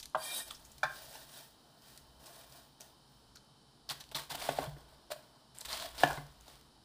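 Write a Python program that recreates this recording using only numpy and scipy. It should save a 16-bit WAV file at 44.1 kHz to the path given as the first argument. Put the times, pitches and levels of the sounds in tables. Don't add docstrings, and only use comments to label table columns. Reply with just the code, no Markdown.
import sys
import numpy as np
from scipy import signal
from scipy.fft import rfft, irfft
from scipy.io import wavfile
from scipy.ndimage import uniform_filter1d

SR = 44100
rng = np.random.default_rng(int(sys.argv[2]) if len(sys.argv) > 2 else 0)


def wrap_up_sound(samples):
    columns = np.atleast_2d(samples).T
    tamed = np.clip(columns, -1, 1)
    steps = np.round(tamed * 32767).astype(np.int16)
    wavfile.write(sys.argv[1], SR, steps)


def invert_db(level):
    return 10 ** (np.asarray(level, dtype=float) / 20)


N = 301644
T = np.arange(N) / SR


def evened(x):
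    return x / np.sqrt(np.mean(x ** 2) + 1e-20)


def read(points, hz):
    f, value = np.transpose(points)
    return np.interp(np.log(hz + 1), np.log(f + 1), value)


def add(mix, s, sound):
    part = mix[max(round(s * SR), 0):][:len(sound)]
    part += sound[:len(part)]


def noise_like(length):
    return rng.standard_normal(length)


def colour(x, points):
    response = invert_db(read(points, np.fft.rfftfreq(N, 1 / SR)))
    return evened(irfft(rfft(x) * response, N))


def resonate(x, hz, width):
    r = np.exp(-np.pi * width / SR)
    poles = [1, -2 * r * np.cos(2 * np.pi * hz / SR), r * r]
    return evened(signal.lfilter([1, 0, -1], poles, x))


def grit(per_s, spread_db, smooth):
    size = invert_db(spread_db * np.minimum(rng.exponential(1, N), 4)) * rng.choice([-1., 1.], N)
    hits = rng.random(N) < per_s / SR
    return evened(size * hits) + smooth * noise_like(N)


def play(curve, x):
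    s, db = np.transpose(curve)
    fade = np.clip(np.minimum((T - s[0]) / .002, 1 + (s[-1] - T) / .012), 0, 1)
    return fade * invert_db(np.interp(T, s, db)) * x


def contact(start, rise, hold, fall_db_per_s, onset_db, curve):
    t = T[::32] - start
    rising_db = onset_db * np.clip(1 - t / rise, 0, 1) ** curve
    falling_db = -fall_db_per_s * np.maximum(t - rise - hold, 0)
    return np.clip(t / .002, 0, 1) * invert_db(np.maximum(rising_db + falling_db, -200))


def blend(gains):
    return np.interp(T, T[::32], np.sqrt(sum(g ** 2 for g in gains)))


def push(start, rise, t60, db):
    full_force = 0.056 * t60
    return invert_db(db) * contact(start, rise, full_force, 60 / t60, onset_db=-9.5, curve=1.6)


def pops():
    t = np.arange(-90, 90) / SR
    total = np.zeros(N)
    for hz in np.geomspace(3200, 5200, 7):
        grain = np.sin(2 * np.pi * hz * t) * np.exp(-(t * hz / 1.5) ** 2)
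        total += signal.oaconvolve(grit(per_s=220, spread_db=3.0, smooth=.25), grain, "same")
    return evened(total)


# t/s, rise/s, t60/s, crunch level/dB, weight on the board/dB
FIRST_CUT = [(3.888, 0.028, 0.067, -42.5, -11.5), (3.94, 0.0092, 0.55, -65, -2),
             (4.003, .008, 0.044, -53, -7), (4.114, 0.0026, 0.063, -54.5, 2), (4.145, 0.01, 0.25, -42, -5),
             (4.294, 0.016, 0.14, -43, -17), (4.335, 0.018, 0.049, -44.5, -7),
             (4.372, 0.072, 0.47, -45, -5.5), (4.495, .008, 0.55, -54.5, 1), (4.553, 0.026, 0.14, -49, -14),
             (4.598, 0.019, 0.27, -50.5, 6.5), (4.76, 0.028, 0.39, -68, 5), (4.85, 0.036, 1, -70.5, 2.5)]
SECOND_CUT = [(5.102, 0.019, 0.062, -45, -7.5), (5.14, 0.0052, 0.98, -69, 2.5),
              (5.546, .002, 0.94, -62, -11), (5.58, 0.0058, 0.033, -72, -21),
              (5.611, 0.002, 0.049, -54, -2), (5.648, 0.0041, 0.1, -46, -22),
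              (5.681, 0.048, 0.28, -42.5, -10), (5.759, 0.067, 0.3, -45.5, -8),
              (5.93, 0.044, 0.27, -54, -3), (5.977, 0.041, 0.21, -42, -5.5),
              (6.045, 0.047, 0.42, -48.5, 1.5), (6.255, .01, 0.64, -68, -4), (6.36, .06, 0.68, -69.5, -19),
              (5.3, 0.07, 0.71, -83, 11.5), (6.453, 0.03, 0.55, -61.5, -3.5)]
# f/Hz, level/dB per Hz
CRUNCH = [(880, -6.5), (1500, -11), (1920, -10), (2600, -13.5), (3200, -11), (3840, -12.5), (4770, -13.5),
          (6270, -17), (8920, -5.5), (11600, -7.5), (14900, -5.5), (15600, -1.5)]


def cuts(board):
    clumps = invert_db(2.4 * evened(uniform_filter1d(noise_like(N), 200)))
    crunch = colour(clumps * grit(per_s=1600, spread_db=3.0, smooth=3.2), [(500, -19)] + CRUNCH)
    body = evened(signal.sosfilt(signal.butter(4, 6000, "low", fs=SR, output="sos"), crunch))
    fizz = evened(signal.sosfilt(signal.butter(4, 6000, "high", fs=SR, output="sos"), crunch))

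    rows = FIRST_CUT + SECOND_CUT
    pushes = [push(*row[:-1]) for row in rows]
    force = blend(pushes)
    weight = blend(invert_db(row[-1]) * g for row, g in zip(rows, pushes))
    spray = invert_db(-2) * force
    return force * evened(body + 0.67 * pops()) + weight * board + spray * fizz


# t/s, peak
# level/dB, f/Hz, t60/s
CRACKS = [(3.898, -32.5, 4000, .06), (3.906, -32, 4550, .05), (3.915, -41, 4000, 0.032),
          (4.416, -37, 2100, .03), (4.66, -46, 3240, .06), (4.0075, -43, 3800, .06), (4.147, -30, 3600, .05),
          (4.1535, -34, 4070, 0.05), (4.163, -34.5, 3700, 0.057), (4.176, -45, 3900, 0.055),
          (4.198, -45, 4200, 0.045), (4.308, -49, 3740, 0.074), (4.379, -43, 3040, 0.036),
          (4.418, -39, 4500, .05), (4.4892, -24, 3120, 0.023), (4.568, -46, 3330, 0.035),
          (5.652, -40, 3760, 0.063), (5.684, -43, 3900, .1), (5.692, -39, 3900, 0.1),
          (5.728, -30.5, 4300, 0.07), (5.74, -38, 4000, .06), (5.767, -38.5, 3900, .1),
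          (5.7982, -39.5, 4200, 0.062), (5.819, -44, 4100, 0.097), (5.981, -42, 3320, .06),
          (5.9853, -37, 4500, 0.078), (6.009, -40, 3700, 0.091), (6.0349, -23, 3110, 0.037),
          (6.106, -38, 1600, .04), (6.175, -41, 1300, .04), (6.169, -45, 3990, .05), (0.15, -38, 3000, 0.019),
          (0.505, -38.5, 3460, 0.053), (0.547, -45, 5300, .08), (0.546, -54, 9000, 0.071),
          (0.832, -40, 3600, 0.093), (1.1522, -44.5, 2880, .06), (1.975, -56, 1890, 0.054),
          (1.975, -52, 4600, .05), (0.508, -45, 1200, .08), (3.353, -52, 5300, .06),
          (3.368, -50, 4300, 0.041), (3.357, -51, 1350, 0.072)]


def ribs():
    out, t = np.zeros(N), np.arange(6000) / SR
    onset = 1 - np.exp(-t / 0.00078)
    for s, db, hz, t60 in CRACKS:
        unevenness = evened(uniform_filter1d(noise_like(len(t)), size=40))
        cracks = noise_like(len(t)) * invert_db(2.9 * unevenness)
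        run = resonate(cracks, hz, width=0.14 * hz)
        add(out, s, invert_db(db - 4 - 60 * t / t60) * onset * run)
    return out


# t/s, peak level/dB, f/Hz, burst length/s
TICKS = [(0.001, -41.5, 4640, 0.0083), (0.03, -39.5, 3800, 0.0056), (0.057, -33.5, 4070, 0.0014),
         (0.099, -51, 8350, 0.001), (0.48, -50, 11000, 0.004), (0.483, -48, 4180, 0.0013),
         (0.51, -43.5, 8100, 0.0062), (1.821, -55, 4620, .002), (0.651, -50.5, 6650, 0.0079),
         (0.718, -49.5, 7460, 0.0047), (0.782, -47, 4350, 0.0037), (1.156, -45, 5460, 0.0026),
         (1.976, -45.5, 8500, 0.0028), (2.26, -52, 5600, .002), (2.268, -50, 5100, 0.0062),
         (2.524, -47, 5120, 0.0015), (2.808, -37.5, 6400, 0.0018), (2.8162, -42.5, 5140, 0.0021),
         (3.358, -45, 5460, 0.00087), (3.362, -47, 6000, 0.0011), (3.448, -64, 8900, .002)]
# t/s, peak level/dB, f/Hz, burst length/s
SNAPS = [(3.892, -24.5, 4680, 0.0012), (3.899, -25.5, 3800, 0.0019), (4.007, -42, 3830, 0.0047),
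         (4.04, -46, 4050, 0.00082), (4.115, -42, 3260, 0.00077), (5.551, -53, 8700, 0.0017),
         (5.586, -33.5, 8400, 0.00055), (5.562, -50, 8800, .001), (5.579, -47.5, 9000, .001),
         (5.609, -36, 7850, 0.0014), (5.613, -34, 5070, 0.00092), (5.656, -39, 7000, 0.0023),
         (5.7285, -32, 4300, 0.001), (5.777, -32, 4000, .001), (5.7995, -42.5, 4200, .001),
         (4.1517, -27, 4340, 0.00089), (4.155, -29, 3830, 0.0018), (4.002, -44, 4900, 0.0011),
         (4.091, -51, 4500, 0.0018), (5.982, -48, 4170, 0.0034), (6.077, -35, 5040, 0.0009),
         (6.131, -39, 6000, 0.0015), (6.481, -48.5, 4170, 0.0043), (6.268, -50, 5000, 0.0007),
         (6.324, -61.5, 6000, .0008), (6.41, -48, 6450, 0.00077), (6.556, -51, 4580, .001),
         (6.612, -49.5, 5500, .0008)]


def snaps():
    out, t = np.zeros(N), np.arange(-200, 1800) / SR
    for s, db, hz, length in TICKS + SNAPS:
        burst_db = -6 - 1.1 * max(db + 34, 0)
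        ring = np.cos(2 * np.pi * hz * t) * np.exp(-(t / (.00012 + .12 * length)) ** 2)
        swell = np.exp(-np.maximum(t, -4 * t) / (1.5 * length))
        burst = resonate(noise_like(len(t)), hz, width=5600) * swell
        snap = invert_db(db) * (0.99 * ring + invert_db(burst_db) * burst)
        start = s + t[0]
        already_past = max(round(-start * SR), 0)
        add(out, start, snap[already_past:])
    return out


def knocks(events, modes, crack_hz, edge_db, focus, loose):
    out, t = np.zeros(N), np.arange(9000) / SR
    hz, mode_db, t60 = np.transpose(modes)[:, :, None]
    for s, db, pitch_hz, ring_db in events:
        blow = np.sin(2 * np.pi * pitch_hz * t) * np.exp(-((t - .0025) / 0.0016) ** 2)

        near_db = mode_db - focus * np.log2(hz / pitch_hz) ** 2
        rattle = evened(uniform_filter1d(noise_like((len(hz), len(t))), 150))
        chatter = 1 + loose * np.tanh(t / 0.013) * rattle
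        phase = loose * rng.random((len(modes), 1))
        tones = np.sin(2 * np.pi * (hz * t + phase))
        ring = (invert_db(near_db - 60 * t / t60) * chatter * tones).sum(0)
        ring *= 1 - np.exp(-t / 0.0042)

        edge = resonate(noise_like(len(t)), crack_hz, width=0.28 * crack_hz)
        edge *= np.exp(-t / 0.004) * (1 - np.exp(-t / 0.0047))
        add(out, s, invert_db(db) * (blow + invert_db(ring_db) * ring / abs(ring).max() + invert_db(edge_db) * edge))
    return out


# t/s, peak level/dB, struck f/Hz, ring share level/dB
LANDING = [
    (6.034, -11.5, 700, -1.5),
    (6.048, -25.5, 800, -7),
    (6.058, -28.5, 730, -8),
    (6.069, -29, 760, -8),
    (6.087, -37, 800, -2),
]
# f/Hz, level/dB, t60/s
LANDING_MODES = [(289, -14.5, 0.064), (350, -13, 0.022), (550, -2.5, 0.013), (700, -2.5, 0.042),
                 (864, -24, 0.15), (1036, -1, 0.025), (1460, -6, 0.043), (1694, 8, 0.016), (2490, -29, .02),
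                 (2850, -0.5, 0.013)]


def landing():
    return knocks(LANDING, LANDING_MODES, crack_hz=2470, edge_db=-7.0, focus=0.52, loose=0.81)


# t/s, peak level/dB, struck f/Hz, ring share level/dB
WEDGE_KNOCKS = [(4.309, -38, 900, -6), (4.347, -35.5, 800, -8.5), (4.326, -38, 795, -14),
                (4.765, -48.5, 463, -1), (4.489, -19, 700, -10), (4.586, -19.5, 700, -11.5),
                (4.618, -53, 630, -21), (6.103, -29.5, 980, -9.5), (6.109, -34, 1480, -14),
                (6.127, -37, 730, -17), (6.173, -38, 980, 0), (6.48, -46, 684, -8)]
# f/Hz, level/dB, t60/s
WEDGE_MODES = [(271, 3, 0.13), (389, 2, 0.11), (479, 0.5, 0.085), (536, -28, 0.02), (580, -20, 0.04),
               (709, 5, 0.057), (870, -35, 0.033), (1126, 6.5, 0.041), (1487, 16, 0.022),
               (1770, 17.5, 0.015), (2056, 5.5, 0.045), (2950, -14, .03)]


def wedge_knocks():
    return knocks(WEDGE_KNOCKS, WEDGE_MODES, crack_hz=2800, edge_db=-11.5, focus=1.17, loose=0.81)


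# t/s, peak level/dB, struck f/Hz, ring share level/dB
MORE_ROCKS = [
    (4.415, -47.5, 710, 7.5),
    (5.807, -49.5, 686, 6.5),
    (5.825, -48, 646, 4.5),
    (5.845, -46.5, 680, 10),
    (5.867, -53, 720, 5.5),
]
# f/Hz, level/dB, t60/s
MORE_ROCK_MODES = [(642, -13.5, 0.08), (687, 0.5, 0.031), (878, -19, 0.023)]


def more_rocks():
    return knocks(MORE_ROCKS, MORE_ROCK_MODES, crack_hz=1980, edge_db=-21.0, focus=2.8, loose=0.81)


# t/s, peak level/dB, struck f/Hz, ring share level/dB
ROCKS = [
    (5.1035, -50.5, 660, 11),
    (5.1155, -43, 630, 10),
    (5.161, -56, 680, 6),
]
# f/Hz, level/dB, t60/s
ROCK_MODES = [(612.6, 1, 0.1), (667, 5, 0.045), (870, -19, 0.072), (1066, 2.5, 0.022), (1480, -8, 0.042)]


def rocks():
    return knocks(ROCKS, ROCK_MODES, crack_hz=2030, edge_db=-17, focus=0.3, loose=0.22)


# t/s, peak level/dB, struck f/Hz, ring share level/dB
HEEL_KNOCK = [
    (0.1468, -21.5, 1113, -2),
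    (0.154, -27, 880, -16),
    (0.161, -30, 700, -13),
]
# f/Hz, level/dB, t60/s
HEEL_MODES = [(276, -10.5, 0.054), (590, -42, 0.049), (630, 4.5, 0.11), (743, 9, 0.047), (910, -9, 0.064),
              (1036, 1.5, 0.13), (1436, 2, 0.071), (1587, 11.5, 0.026), (1950, -6, 0.039)]


def heel_knock():
    return knocks(HEEL_KNOCK, HEEL_MODES, crack_hz=2880, edge_db=-16.0, focus=0.35, loose=0.36)


# t/s, peak level/dB, struck f/Hz, ring share level/dB
FLAT_KNOCKS = [
    (0.831, -19.5, 1507, -2.5),
    (0.838, -27, 1260, -4),
    (1.152, -45, 830, -0.7),
]
# f/Hz, level/dB, t60/s
FLAT_MODES = [(630, 5, 0.053), (863, 8, 0.033), (1062, -6, 0.15), (1486, -16, 0.15), (1586, -7, 0.23),
              (1760, -6, 0.14), (1400, -11, .1), (1704, -5, .12), (2343, -1.5, 0.047), (2400, -1, 0.034),
              (754, 9, 0.035), (3507, -6, 0.093), (4300, -24, 0.029), (5350, -23, 0.086)]


def flat_knocks():
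    return knocks(FLAT_KNOCKS, FLAT_MODES, crack_hz=4430, edge_db=-6.5, focus=0.99, loose=0.62)


# f/Hz, width/Hz, level/dB
BLADE = [(1690, 27, -12), (1835, 13, 1), (2390, 23, -3.5), (3200, 29, -0.5), (3600, 32, -2),
         (3820, 26, 3.5), (4270, 51, -26), (4650, 28, -0.5), (5120, 53, -8), (5610, 94, -11.5),
         (6340, 110, -11.5), (7080, 52, -11), (6970, 22, -16), (7300, 28, -20), (8100, 49, -1),
         (8940, 320, -7.5), (10000, 110, -12), (9850, 41, -7), (10060, 56, -5), (10600, 54, -7),
         (10900, 29, -2), (10970, 63, -21), (11600, 22, -27), (12200, 75, -10), (13300, 92, -29),
         (13800, 44, -8), (14200, 20, -25), (14400, 46, -5), (14900, 58, -23), (14600, 93, -13)]


def blade_ring():
    drive = grit(per_s=1600, spread_db=-2.5, smooth=1.1)
    flares = invert_db(3.5 * evened(uniform_filter1d(noise_like((len(BLADE), N // 100 + 1)), 5)))
    flares = np.repeat(flares, 100, axis=1)[:, :N]
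    total = np.zeros(N)
    for (hz, w, db), flare in zip(BLADE, flares):
        mode = resonate(drive, hz, w * (.6 + hz / 40000))
        total += invert_db(db) * np.sqrt(w) * flare * mode
    return evened(total)


# t/s, level/dB
SCRAPE = [
    (0.17, -55.5),
    (0.212, -50.5),
    (0.224, -45),
    (0.326, -41.5),
    (0.378, -39.5),
    (0.404, -41),
    (0.43, -50),
    (0.47, -67),
]
# f/Hz, level/dB per Hz
SCRAPE_HISS = [(880, -24), (1500, -9), (2160, -17), (2380, -14), (3800, -3.5), (6590, -14), (7930, -9),
               (15600, -14.5)]


def scrape(board, blade):
    hiss = colour(noise_like(N), SCRAPE_HISS)
    return play(SCRAPE, evened(blade + .55 * hiss) + invert_db(-13) * board)


# t/s, rise/s, hold/s, swish level/dB, weight on the board/dB
SWEEP = [(0.453, 0.024, .005, -54.5, -6), (0.582, .01, 0.48, -68, -5), (0.85, 0.095, 0.26, -55.5, -6),
         (1.274, 0.1, 0.0054, -52.5, -9.5), (1.537, 0.12, 0.81, -75, 3.5), (1.777, .1, 0.051, -62, -9),
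         (2.193, 0.068, 0.037, -58.5, -2), (2.325, 0.023, 0.054, -59, -3), (2.465, 0.098, 0.003, -58.5, -4),
         (2.799, .003, 0.011, -60.5, -1.5), (2.997, 0.11, 0.071, -75.5, -12)]
# f/Hz, level/dB per Hz
SWISH = [(880, -13), (1500, -5), (1940, -5.5), (2160, -11.5), (3070, -4), (5060, -2.5), (6650, -9),
         (9280, -7.5), (11700, -13), (15600, -3)]


def sweep(board, blade):
    patches = invert_db(1.6 * evened(uniform_filter1d(noise_like(N), 400)))
    hiss = colour(patches * grit(per_s=900, spread_db=3.5, smooth=1.8), SWISH)
    strokes = [invert_db(db) * contact(s, rise, hold, fall_db_per_s=119, onset_db=-11.5, curve=1)
               for s, rise, hold, db, _ in SWEEP]
    weight = blend(invert_db(row[-1]) * g for row, g in zip(SWEEP, strokes))
    return blend(strokes) * invert_db(2.5) * (hiss + 0.36 * blade) + weight * board


# f/Hz, level/dB
BOARD = [(280, -6.5), (480, -3), (635, 6), (700, 5.5), (880, -1), (1077, -3.5), (1470, -5), (1744, -13)]


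def rumble():
    drive = grit(per_s=490, spread_db=1.0, smooth=0.67)
    total = np.zeros(N)
    for k, (hz, db) in enumerate(BOARD):
        total += (-1) ** k * invert_db(db) * resonate(drive, hz, width=110)
    return evened(total)


# t/s, peak level/dB
THUMPS = [(0.15, -50), (0.846, -46), (3.907, -47), (4.15, -43.5), (4.312, -48), (4.489, -38.5),
          (4.587, -41), (4.673, -32.5), (5.121, -55), (6.037, -31), (6.175, -36.5)]


def thumps():
    out, t = np.zeros(N), np.arange(SR // 2) / SR
    boom = np.sin(2 * np.pi * 144.8 * t) + 0.38 * np.sin(2 * np.pi * 132.3 * t)
    boom *= 1 - np.exp(-t / 0.0057)
    t60 = 0.33
    for s, db in THUMPS:
        add(out, s, invert_db(db - 4 - 60 * t / t60) * boom)
    return out


# f/Hz, t60/s
ROOM = [(200, 0.15), (1000, 0.39), (4000, 0.31), (12000, 0.33)]


def room(x):
    taps = np.zeros(SR // 2)
    at = np.arange(150, len(taps) - 20, 20)
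    taps[at + rng.integers(0, 20, len(at))] = rng.choice([-1., 1.], len(at))
    hz, t, z = signal.stft(taps, SR, nperseg=256)
    decay = invert_db(-60 * t / read(ROOM, hz)[:, None])
    tail = signal.istft(z * decay, SR, nperseg=256)[1]
    return signal.fftconvolve(x, tail / np.linalg.norm(tail))[:N]


# f/Hz, level/dB per Hz
AIR = [(120, -50), (200, -2), (358, -3.5), (393, -8.5), (430, -2.5), (507, -9.5), (876, -3.5), (1170, -8.5),
       (1660, -14), (2140, -23.5), (3080, -18), (4280, -9.5), (5400, -11), (5900, -20.5), (7000, -22),
       (9710, -18), (12300, -30), (15600, -32)]
# f/Hz, width/Hz, level/dB
HUM = [(34, 36, -99.5), (56, 11, -79), (133.3, 20, -70.5), (234, 70, -77), (3060, 73, -78),
       (3810, 150, -80), (4640, 48, -87)]
# t/s, level/dB
SHAKE = [(0.0, -60), (0.28, -82), (0.59, -58.5), (1.75, -89), (1.98, -66.5), (3.14, -79), (3.27, -63),
         (3.52, -80), (4.71, -53), (4.91, -66), (5.6, -81), (5.68, -60.5), (6.13, -54), (6.84, -75.5)]


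def kitchen():
    drift = evened(uniform_filter1d(noise_like(N), size=6000))
    air = invert_db(-66.5 + 0.27 * drift) * colour(noise_like(N), [(100, -49.0)] + AIR)
    hum = sum(invert_db(db) * resonate(noise_like(N), hz, w) for hz, w, db in HUM)
    shake = colour(noise_like(N), [(10, 5.5), (25, -3.5), (60, 19.5), (90, 1.0), (130, -29)])
    return air + hum + play(SHAKE, invert_db(-2.0) * shake)


def scene():
    board, blade = rumble(), blade_ring()
    rubs = cuts(board) + scrape(board, blade) + sweep(board, blade)
    hits = ribs() + snaps()
    hits += landing() + wedge_knocks() + more_rocks() + rocks() + heel_knock() + flat_knocks()
    echo = room(invert_db(-9.0) * hits + invert_db(-10) * rubs)
    return (hits + rubs + thumps() + echo + kitchen())[None]


def roll_off(x):
    return signal.sosfilt(signal.butter(12, 16660, fs=SR, output="sos"), x)


def record(dry):
    def low_pass(hz):
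        return signal.oaconvolve(dry, signal.firwin(801, hz, window=("kaiser", 8), fs=SR)[None], "same")

    low = low_pass(15500)
    top = low_pass(16300) - low
    running_mean = abs(uniform_filter1d(top ** 2, size=4096)) + 1e-14
    jump = uniform_filter1d(top ** 2, size=128) / running_mean
    clicks = top * np.clip(jump - 6.5, 0, 1)
    return roll_off(low + invert_db(-16) * clicks)


dry = scene()
out = record(dry)
wrap_up_sound(out)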